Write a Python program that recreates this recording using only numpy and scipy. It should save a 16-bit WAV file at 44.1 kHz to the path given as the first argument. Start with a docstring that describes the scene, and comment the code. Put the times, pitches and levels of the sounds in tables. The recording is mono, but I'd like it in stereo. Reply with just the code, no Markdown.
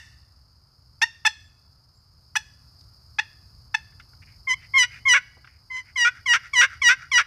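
"""A quiet wood: distant traffic rumbles and insects sing as shaped noise; faint bird whistles and dry ticks.
From one second a chalked paddle lid scrapes over the lip of a wooden turkey box call in short clucks.
It sticks and slips about a thousand times a second, and each slip rings the modes of the box.
After a few taps come yelps: a high catch glides into a clear note, and most break into a half-rate rasp.
The lid drags back between yelps, as grain noise through the box; noise echoes stand for the trees."""
import sys
import numpy as np
from scipy import signal
from scipy.fft import rfft, irfft, next_fast_len
from scipy.io import wavfile
from scipy.ndimage import uniform_filter1d

SR = 44100
rng = np.random.default_rng(int(sys.argv[2]) if len(sys.argv) > 2 else 0)


def materialize(psi):
    """Save the field psi as 16-bit PCM at rate SR to the path in sys.argv[1].

    A 1-D psi becomes a single channel; in a 2-D psi each row is a channel.
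    """
    bounded = np.clip(np.atleast_2d(psi).T, -1, 1)
    quanta = np.round(bounded * 32767).astype(np.int16)
    wavfile.write(sys.argv[1], SR, quanta)


N = 320166
LEAD_IN = 8820      # samples before time zero, so that earlier sounds can leave echoes
SILENT_DB = -65.5   # level at which a stroke starts and ends


def from_db(db):
    """Gain of a level in dB."""
    return 10 ** (np.asarray(db) / 20)


def rms_one(x):
    """Scaled to rms 1."""
    return x / np.sqrt(np.mean(x ** 2) + 1e-20)


def at_hz(points, hz):
    """A table read on a log-frequency axis, held flat beyond its ends."""
    table_hz, values = np.array(points).T
    return np.interp(np.log(hz + 1), np.log(table_hz), values)


def panned(x, pan_db):
    """Left raised and right lowered by half the difference."""
    return x * from_db([[pan_db / 2], [-pan_db / 2]])


def filtered(x, order, hz, kind="low"):
    """Butterworth filter run forward in time."""
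    return signal.sosfilt(signal.butter(order, hz, kind, fs=SR, output="sos"), x)


def wander(size, cut_hz):
    """Low-passed noise of spread 1."""
    return rms_one(filtered(rng.standard_normal(size), 2, cut_hz))


def evened(x, window_s=0.0042):
    """Divided by its running loudness."""
    power = uniform_filter1d(x.mean(axis=0) ** 2, int(window_s * SR))
    return x / np.sqrt(np.maximum(power, 0) + 1e-12)


def fade(t, s, level_db):
    """Level curve with rounded rises and falls, silent outside the stroke."""
    return np.interp(t, s, from_db(level_db / 2), left=0, right=0) ** 2


def add(out, sound, s):
    """Mixes a sound into a buffer that starts LEAD_IN samples before time zero."""
    i = round(s * SR) + LEAD_IN
    sound = sound[:, :out.shape[1] - i]
    out[:, i:i + sound.shape[1]] += sound


# how alike the two ears hear the background. Each row: frequency in Hz, left-right correlation 0-1
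EAR_LIKENESS = [(60, 0.99), (130, .94), (290, 0.28), (640, 0.83), (1400, 0.39)]


def coloured(spectrum):
    """Steady stereo noise, its left-right likeness set per frequency; rms 1 in the middle."""
    hz = np.arange(N // 2 + 1) * SR / N
    alike = np.clip(at_hz(EAR_LIKENESS, hz), -1, 1)
    mid, side = rfft(rng.standard_normal((2, N))) * from_db(at_hz(spectrum, hz))
    pair = irfft(np.sqrt(1 + alike) * mid + np.sqrt(1 - alike) * side * [[1], [-1]], N)
    return pair / np.sqrt(np.mean(pair.mean(axis=0) ** 2))


# rise and fall of the background. Each row: time in seconds, rumble level in dB
RUMBLE_LEVELS = [(0, -56), (.6, -59), (1.33, -58), (1.98, -59), (2.77, -53.5), (4.53, -53), (4.95, -50.5),
                 (5.5, -58), (5.78, -56), (6.3, -54.5), (7.26, -55)]
# spectra of traffic, air and insects. Each row: frequency in Hz, relative density in dB per Hz
RUMBLE_SPECTRUM = [(12, -50), (20, -25.5), (29, -16.5), (50, -4.5), (76, 1), (125, -3), (188, -18.5),
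                   (279, -23.5), (350, -36), (460, -65), (770, -120)]
AIR_SPECTRUM = [(150, -16.5), (250, -2), (507, -8.5), (557, -7.5), (662, -6.5), (855, -5.5), (1310, -2.5),
                (1900, -15.5), (4000, -23.5), (5200, -56), (8800, -120)]
INSECT_SPECTRUM = [(2100, -72), (3500, -42.5), (4050, -18.5), (4550, -6), (4950, -1), (5300, -7),
                   (5750, -24), (6600, -20.5), (7600, -32.5), (8800, -26), (9800, -26), (10900, -27),
                   (13000, -28), (15800, -34.5)]
RUMBLE_PAN_DB = -1.2
AIR_DB, AIR_FOLLOWS = -70, .6   # mean level; share of the rumble's swing in dB
INSECTS_DB, INSECTS_FOLLOW = -61, .9


def background():
    """Traffic rumble that swells, air, and an insect chorus that flutters a little: three shaped noises."""
    s, rumble_db = np.transpose(RUMBLE_LEVELS)
    swing_db = rumble_db - rumble_db.mean()
    levels_db = rumble_db, AIR_DB + AIR_FOLLOWS * swing_db, INSECTS_DB + INSECTS_FOLLOW * swing_db
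    rumble, air, insects = [from_db(np.interp(np.arange(N) / SR, s, db)) for db in levels_db]
    swell = from_db(1.5 * wander(N, 5))
    flutter = from_db(1.5 * wander(N, 60))
    traffic = panned(rumble * swell * coloured(RUMBLE_SPECTRUM), RUMBLE_PAN_DB)
    chorus = insects * flutter * coloured(INSECT_SPECTRUM)
    return traffic + air * coloured(AIR_SPECTRUM) + chorus


# reverberation of the wood. Each row: frequency in Hz, time to fall 60 dB in seconds
WOOD_T60 = [(500, 0.35), (1000, 0.35), (2000, 0.65), (4000, 0.6), (8000, 0.65), (14000, .5)]
WOOD_DB, EARLY_DB, EARLY_T60_S = -23.5, -14.5, 0.14


def wood(x):
    """Scattering off trunks: nearby echoes die fast, far ones slowly, each octave at its own rate."""
    t = np.arange(SR) / SR
    onset = np.clip(t / 0.0057, 0, 1)
    early = from_db(EARLY_DB - 60 * t / EARLY_T60_S) * rng.standard_normal((2, SR))
    echoes = early / np.sqrt(EARLY_T60_S * SR / 14)
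    edges = 350 * 2 ** np.arange(0, 6.0)
    for low, high in zip(edges, np.minimum(edges * 2, 18000)):
        band = filtered(rng.standard_normal((2, SR)), 2, [low, high], "band")
        decay_db = -60 * t / at_hz(WOOD_T60, np.sqrt(low * high))
        echoes = echoes + from_db(WOOD_DB + decay_db) * band / np.sqrt(SR / 14)
    return signal.fftconvolve(x, echoes * onset, axes=1)[:, :x.shape[1]]


# a distant bird. Each row: start in seconds, peak level in dB before the echoes
BIRD_NOTES = [(.98, -81.5), (1.42, -76), (1.93, -76)]
BIRD_FROM_HZ, BIRD_TO_HZ = 6400, 7800


def bird(out):
    """Thin far whistles: a sine whose pitch rises quickly, then more slowly."""
    t = np.arange(round(.06 * SR)) / SR
    hz = BIRD_FROM_HZ + (BIRD_TO_HZ - BIRD_FROM_HZ) * np.sqrt(t / t[-1])
    whistle = np.hanning(len(t)) * np.sin(2 * np.pi * np.cumsum(hz) / SR + [[0], [1.5]])
    for s, level_db in BIRD_NOTES:
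        add(out, from_db(level_db) * whistle, s)


# dry ticks in the undergrowth. Each row: start in seconds, gain in dB on the filtered noise
UNDERGROWTH_TICKS = [(0.4344, -55), (0.5586, -56), (0.7312, -61), (2.2523, -70), (2.809, -30),
                     (2.8394, -40)]
TICK_BAND_HZ = 4581.5, 4819.5


def ticks(out):
    """Short bright crackles: decaying noise in a narrow band, unrelated in the two ears."""
    t = np.arange(900) / SR
    for s, gain_db in UNDERGROWTH_TICKS:
        burst = rng.standard_normal((2, len(t))) * np.exp(-t / 0.0088)
        add(out, from_db(gain_db) * filtered(burst, 1, TICK_BAND_HZ, "band"), s)


def small_modes(size, share, ring_s):
    """Many short-lived modes, strongest in the treble, ripple the response, differently on each side."""
    ring = np.diff(rng.standard_normal((2, 600)))
    ring = ring * np.exp(-np.arange(ring.shape[1]) / SR / ring_s)
    return 1 + share * rfft(ring / np.sqrt((ring ** 2).sum(axis=1, keepdims=True)), size)


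# modes of box and lid. Each row: frequency in Hz, width in Hz, level in dB,
# left minus right in dB, left phase lead in radians
BOX_MODES = [(533, 60, -39.5, -3, 0.077), (905, 130, -16, 0.5, 0.19), (1003, 170, -16, 2.5, 0.25),
             (1411, 280, -2.5, -1, .3), (1984, 340, -9, 6.5, 0.067), (2119, 220, -2, 2, -0.038),
             (2403, 610, -11, -1, -0.31), (2905, 260, -6, 2.5, 0.29), (3387, 360, -11.5, 5.5, -0.011),
             (3716, 380, -10, 3.5, 0.19), (4770, 1100, -16, 6.5, 0.23), (5784, 610, -11, 7.5, 0.033),
             (7750, 540, -31, 11, -0.18), (8530, 800, -30.5, 4.5, 0.035), (12300, 1700, -59.5, 4, .1)]
LEFT_LEAD_S = 1e-4


def through_box(force):
    """The force rings every mode; each mode radiates differently to the two microphones."""
    size = next_fast_len(len(force) + 2048)
    hz, response = np.arange(size // 2 + 1) * SR / size, 0
    side = np.array([[.5], [-.5]])
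    for k, (mode_hz, width_hz, level_db, pan_db, lead) in enumerate(BOX_MODES):
        detuning = (hz ** 2 - mode_hz ** 2) / (np.maximum(hz, 1) * width_hz)
        peak = (-1) ** k / (1 + 1j * detuning) ** 1.308   # neighbours alternate in sign
        response = response + from_db(level_db + side * pan_db) * np.exp(1j * side * lead) * peak
    response = response * small_modes(size, share=1.0, ring_s=0.0099)
    response = response * np.exp(2j * np.pi * hz * side * LEFT_LEAD_S)
    return irfft(rfft(force, size) * response, size)[:, :len(force)]


BUMP_S, BUMP_DB = 5.368, -48   # start; peak level


def bump(out):
    """A dull thud of the hand against the box: decaying low-mid noise."""
    t = np.arange(1500) / SR
    thud = filtered(rng.standard_normal(len(t)), 2, [180, 800], "band") * np.exp(-t / 0.011)
    add(out, from_db(BUMP_DB) * np.array([thud, thud]) / np.abs(thud).max(), BUMP_S)


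# the lid touching the box. Each row: start in seconds, peak level in dB, softness 0-1
LID_TAPS = [(3.922, -55, .6), (3.998, -37.5, .6), (4.133, -49, 1), (5.444, -39, 0.79), (5.472, -38.5, 0.67)]


def taps(out):
    """Wooden contacts a few milliseconds long; softness low-passes the force so mainly low modes ring."""
    t = np.arange(1500) / SR
    for s, peak_db, soft in LID_TAPS:
        force = rng.standard_normal(len(t)) * np.exp(-t / 0.0066)
        r = np.clip(soft, 0, .99)
        sound = through_box(signal.lfilter([1], [1, -2 * r, r * r], force))
        add(out, from_db(peak_db) * sound / np.abs(sound.mean(axis=0)).max(), s)


# the lid dragged back lightly. Each row: start in seconds, rise in seconds, fall in seconds,
# top level in dB, centre of the driven band in Hz
LID_DRAGS = [(4.217, .008, 0.035, -49, 2250), (4.26, 0.018, .11, -55, 2200),
             (4.57, 0.069, 0.053, -48.5, 2190), (4.88, 0.079, 0.054, -40.5, 2110),
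             (5.47, 0.0033, 0.16, -58, 2100), (5.83, 0.065, 0.039, -52, 2000),
             (6.111, 0.063, 0.06, -44, 1720), (6.399, 0.061, 0.051, -39, 1790),
             (6.678, 0.055, 0.068, -38, 1630), (6.97, 0.055, .072, -39, 1660), (7.24, .05, .05, -46, 1600)]
DRAG_START_DB, DRAG_END_DB = -17.5, -77   # relative to the top; absolute
DRAG_SPAN = 1.3   # the band driven reaches this factor above and below the centre


def drags(out):
    """Chalk grains catch at random; so light a touch rings mainly the middle modes."""
    for start, rise, fall, top_db, centre_hz in LID_DRAGS:
        s = np.array([start, start + rise, start + rise + fall])
        level_db = np.array([top_db + DRAG_START_DB, top_db, DRAG_END_DB])
        t = np.arange(s[0] - .02, s[-1] + 0.029, 1 / SR)
        caught = rng.random(len(t)) < 2500.0 / SR   # 2500 grains per second on average
        grains = rng.standard_normal(len(t)) * caught
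        middle = filtered(grains, 2, [centre_hz / DRAG_SPAN, centre_hz * DRAG_SPAN], "band")
        add(out, rms_one(through_box(middle + 0.32 * grains)) * fade(t, s, level_db), t[0])


def stroke(rows, colour, shimmer, jitter):
    """Stick-slip pulses ring the box; roughness makes the slips uneven in time and strength."""
    # each row: time in seconds, slips per second, level in dB, bite (share above 2.4 kHz) in dB,
    # unevenness of slip pairs, roughness
    s, per_s, level_db, *controls = np.transpose(rows)
    t = np.arange(s[0] - .02, s[-1] + 0.0092, 1 / SR)
    bite_db, skip, rough = [np.interp(t, s, c) for c in controls]
    wobble = 1 + 0.003 * wander(len(t), 60)     # the hand's speed is never quite even
    # phase of a pair of slips: odd partials sound only when the two slips differ
    phase = np.pi * np.cumsum(np.interp(t, s, per_s) * wobble) / SR
    phase = phase + jitter * rough * wander(len(t), 140)
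    order = np.arange(1, int(33000 / per_s.max()) + 1)[:, None]
    partials = np.cos(order * phase + 0.066 * order ** 2)   # a slip takes time: partials come spread out
    partials = partials * from_db(at_hz(colour, order * per_s.mean() / 2))
    slips = partials[1::2].sum(axis=0) + np.clip(skip, 0, 3) * partials[::2].sum(axis=0)
    sound = through_box(slips * (1 + shimmer * rough * wander(len(t), 400)))
    low = signal.sosfiltfilt(signal.butter(6, 2400, fs=SR, output="sos"), sound)
    bite = np.minimum(from_db(bite_db), .97)
    body = np.sqrt(1 - bite ** 2) * evened(low) + bite * evened(sound - low)
    return body * fade(t, s, level_db), t[0]


EVEN = 0.016   # unevenness of slip pairs in a steady note
CATCH_S, CATCH_BITE_DB, TURN_S = .0035, -8.5, 0.0052   # catch; lead into the middle of the note
CATCH_SKIP, CATCH_ROUGH, CLUCK_ROUGH = 0.22, .45, 0.045   # uneven at first, then steady
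LET_GO_S, LET_GO_DB, LET_GO_RISE, DIE_S = .006, -18.5, 1.04, .011   # the lid slides off, briefly faster


def cluck(s, length, share, first, middle, last, early_db, middle_db, last_db, bite_db, last_bite_db):
    """Stroke rows of a short jerk of the lid: rough catch, short note, quick let-go."""
    mid, end = s + share * length, s + length
    steady = max(mid - TURN_S, s + CATCH_S + 0.003)
    steady_db, steady_bite_db = (early_db + middle_db) / 2, (CATCH_BITE_DB + bite_db) / 2
    return [(s, first, SILENT_DB, CATCH_BITE_DB, CATCH_SKIP, CATCH_ROUGH),
            (s + CATCH_S, first, early_db, CATCH_BITE_DB, CATCH_SKIP * .65, CATCH_ROUGH * 0.61),
            (steady, first, steady_db, steady_bite_db, CATCH_SKIP * .25, CLUCK_ROUGH * 1.3),
            (mid, middle, middle_db, bite_db, EVEN, CLUCK_ROUGH),
            (end, last, last_db, last_bite_db, EVEN, CLUCK_ROUGH),
            (end + LET_GO_S, last * LET_GO_RISE, last_db + LET_GO_DB, last_bite_db, EVEN, CLUCK_ROUGH),
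            (end + LET_GO_S + DIE_S, last, SILENT_DB, last_bite_db, EVEN, CLUCK_ROUGH)]


# clucks; the first ends before time zero and leaves only its echoes. Each row: start in seconds,
# length in seconds, place of the middle as share of the length, slips per second (first, middle, last),
# level in dB (early, middle, last), share above 2.4 kHz in dB (middle, last), treble tilt in dB per octave
CLUCK_STROKES = [(-.12, 0.023, 0.44, 890, 870, 976, -9.5, -9, -10.5, -6, -9, 11),
                 (1.0145, 0.026, 0.31, 844, 903, 929, -18.5, -17, -15, -1.5, -12.5, 4.5),
                 (1.2489, 0.027, 0.63, 875, 836, 894, -17, -15.5, -14, -1, -8, 4),
                 (2.353, .018, 0.34, 980, 810, 866, -20.5, -23, -16.5, -3.5, -6, 9.5),
                 (3.184, 0.015, 0.88, 836, 895, 930, -21, -16, -19, -7, -13, 1),
                 (3.7406, 0.011, 0.5, 900, 880, 860, -24, -16.5, -15, -10, -8, 0.5)]
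# the box held closed and tipped away. Each row: frequency in Hz, relative level in dB
CLOSED_COLOUR = [(800, -4), (1100, 7), (1800, 0.7), (2600, 5.5), (3500, 6.5), (6000, 0.5), (12000, -6)]
CLUCK_PAN_DB, TILT_FROM_HZ = -1, 3500


def clucks(out):
    """Short strokes on the closed box, each with its own treble tilt."""
    for *row, tilt_db in CLUCK_STROKES:
        colour = [(hz, db + tilt_db * max(np.log2(hz / TILT_FROM_HZ), 0)) for hz, db in CLOSED_COLOUR]
        sound, s = stroke(cluck(*row), colour, shimmer=1.4, jitter=0.23)
        add(out, panned(sound, CLUCK_PAN_DB), s)


ATTACK_S, HIGH_SWELL_DB_PER_S = .007, 222.5
ATTACK_BITE_DB_PER_S = 400   # the treble grows through the high part
GLIDE_S, SAG_PER_S2 = 0.0087, 600   # time constant of the glide; the clear note keeps sagging
FALTER_S = 0.0093   # the note falters in mid-glide
FALTER_BITE_DB, CLEAR_ROUGH = -1, .028   # bite relative to the clear note
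# part of the clear level is back; all of it at this share of the way to the break
REGAIN_S, REGAIN, FULL_AT = 0.023, 0.52, 0.76
BREAK_S, SETTLE_S, BREAK_ROUGHER = .008, .009, 1.3
BREAK_BITE_DB, LAST_BITE_DB = 3.5, -1.5   # relative to the rasp
TIRING, TIRE_DB = 0.41, -6   # share of the fade-out in which the stroke tires, before it stops


def yelp(s, glide, crack, length, fade_s, high, clear, rasp, last, high_db, glide_db, clear_db, rasp_db,
         high_bite_db, clear_bite_db, rasp_bite_db, skip, rough):
    """Stroke rows of a long stroke: high catch, faltering glide, swelling clear note, break, rasp, release."""
    attack = min(ATTACK_S, glide - .001)
    attack_db = high_db - HIGH_SWELL_DB_PER_S * (glide - attack)
    dark_db = high_bite_db - ATTACK_BITE_DB_PER_S * (glide - attack)
    regain_db = glide_db + REGAIN * (clear_db - glide_db)
    full = max(glide + FULL_AT * (crack - glide), glide + REGAIN_S + .002)
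    front = [(0, SILENT_DB, dark_db),
             (attack, attack_db, dark_db),
             (glide, high_db, high_bite_db),
             (glide + FALTER_S, glide_db, clear_bite_db + FALTER_BITE_DB),
             (glide + REGAIN_S, regain_db, clear_bite_db),
             (full, clear_db, clear_bite_db),
             (crack, clear_db, clear_bite_db)]
    settled = clear + SAG_PER_S2 * (crack - glide)
    rows = []
    for t, db, bite_db in front:
        gliding = max(t - glide, 0)
        per_s = settled + (high - settled) * np.exp(-gliding / GLIDE_S) - SAG_PER_S2 * gliding
        rows.append((s + t, per_s, db, bite_db, EVEN, CLEAR_ROUGH))
    broken = s + crack + BREAK_S
    rows += [(broken, clear, rasp_db, rasp_bite_db + BREAK_BITE_DB, skip, rough * BREAK_ROUGHER),
             (broken + SETTLE_S, rasp, rasp_db, rasp_bite_db, skip, rough)]
    tiring = s + length - fade_s
    last_bite_db = rasp_bite_db + LAST_BITE_DB
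    return [row for row in rows if row[0] < tiring] + [
        (tiring, rasp, rasp_db, rasp_bite_db, skip, rough),
        (tiring + TIRING * fade_s, last, rasp_db + TIRE_DB, last_bite_db, skip, rough),
        (s + length, last, SILENT_DB, last_bite_db, skip, rough)]


# yelps; the rasp comes where the lid skips every other slip. Each row: start in seconds, then counted
# from it in seconds the glide, the break and the end, fade-out in seconds,
# slips per second (high, clear, rasp, last), level in dB (high, in the glide, clear, rasp),
# share above 2.4 kHz in dB (high, clear, rasp), unevenness of slip pairs 0-3, roughness of the rasp 0-1
YELP_STROKES = [(4.469, 0.013, .052, 0.079, 0.006, 1060, 1004, 1074, 1020, -23.5, -25.5, -21, -25, -25, -7.5, -9.5, 0.0095, 0.01),
                (4.735, 0.041, .09, 0.13, 0.028, 1072, 980, 954, 995, -13, -17, -16.5, -19.5, -13.5, -3.5, -5, 0.33, 0.08),
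                (5.051, 0.028, .082, .15, .036, 1080, 968, 1126, 986, -16, -19, -14, -14.5, -17, -4, -12.5, 1.14, 0.18),
                (5.699, 0.021, .062, 0.13, 0.039, 1030, 1010, 1030, 995, -32.5, -36.5, -32, -33.5, -20, -14, -10.5, 0.024, 0.07),
                (5.956, 0.0076, 0.09, 0.15, 0.028, 1075, 939, 960, 1010, -24.5, -28.5, -18.5, -15.5, -14.5, -5.5, -14.5, 2.1, 0.13),
                (6.257, 0.0074, 0.074, 0.13, 0.035, 1093, 943, 940, 1080, -22.5, -27.5, -16, -16.5, -12, -6, -9, 1.1, 0.36),
                (6.531, 0.0091, .078, 0.14, 0.031, 1119, 960, 1065, 1090, -22, -29, -13, -14, -8.5, -5.5, -10, 1.8, 0.31),
                (6.815, 0.0072, 0.071, 0.14, 0.041, 1120, 946, 1000, 1050, -18.5, -26, -13.5, -13.5, -10.5, -6, -11, 1.6, 0.24),
                (7.114, 0.0058, .063, 0.12, 0.038, 1123, 958, 930, 1160, -21.5, -25, -14.5, -15.5, -6.5, -5.5, -9.5, 1.36, 0.46)]
# the lid swung open. 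Each row: frequency in Hz, relative level in dB
OPEN_COLOUR = [(500, -3.5), (1000, -3), (2000, 7.3), (4000, -4), (6500, -2.5), (12000, -7)]


def yelps(out):
    """Long strokes on the open box."""
    for row in YELP_STROKES:
        add(out, *stroke(yelp(*row), OPEN_COLOUR, shimmer=0.7, jitter=0.75))


YELP_ECHO_DB, YELP_ECHO_HZ = -0.5, 2500   # the open box throws less, and duller, at the trunks
BIRD_ECHO_DB = 25.0   # the bird is heard mostly through its echoes


def scene():
    """Box call, its echoes and the wood around it."""
    near, opened, far = np.zeros((3, 2, N + LEAD_IN))
    bird(far)
    for source in (ticks, bump, taps, drags, clucks):
        source(near)
    yelps(opened)
    dull = filtered(opened, 1, YELP_ECHO_HZ)
    echoes = wood(near + from_db(YELP_ECHO_DB) * dull + from_db(BIRD_ECHO_DB) * far)
    return (near + opened + echoes + far)[:, LEAD_IN:] + background()


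# balance of the microphones. Each row: frequency in Hz, left minus right in dB
MICROPHONE_BALANCE = [(5500, 2.5), (7500, -1), (14000, 0.5)]
CEILING, CUTOFF_HZ = .97, 16300


def record(dry):
    """The left-right balance varies with frequency; the highest peaks are rounded, the top is cut."""
    hz = np.arange(N // 2 + 1) * SR / N
    balance = from_db(at_hz(MICROPHONE_BALANCE, hz) * [[.5], [-.5]])
    tilted = irfft(rfft(dry) * balance, N)
    rounded = CEILING * tilted / (CEILING ** 6 + tilted ** 6) ** (1 / 6)
    return signal.sosfilt(signal.cheby2(18, 90, CUTOFF_HZ, fs=SR, output="sos"), rounded)


dry = scene()
out = record(dry)
materialize(out)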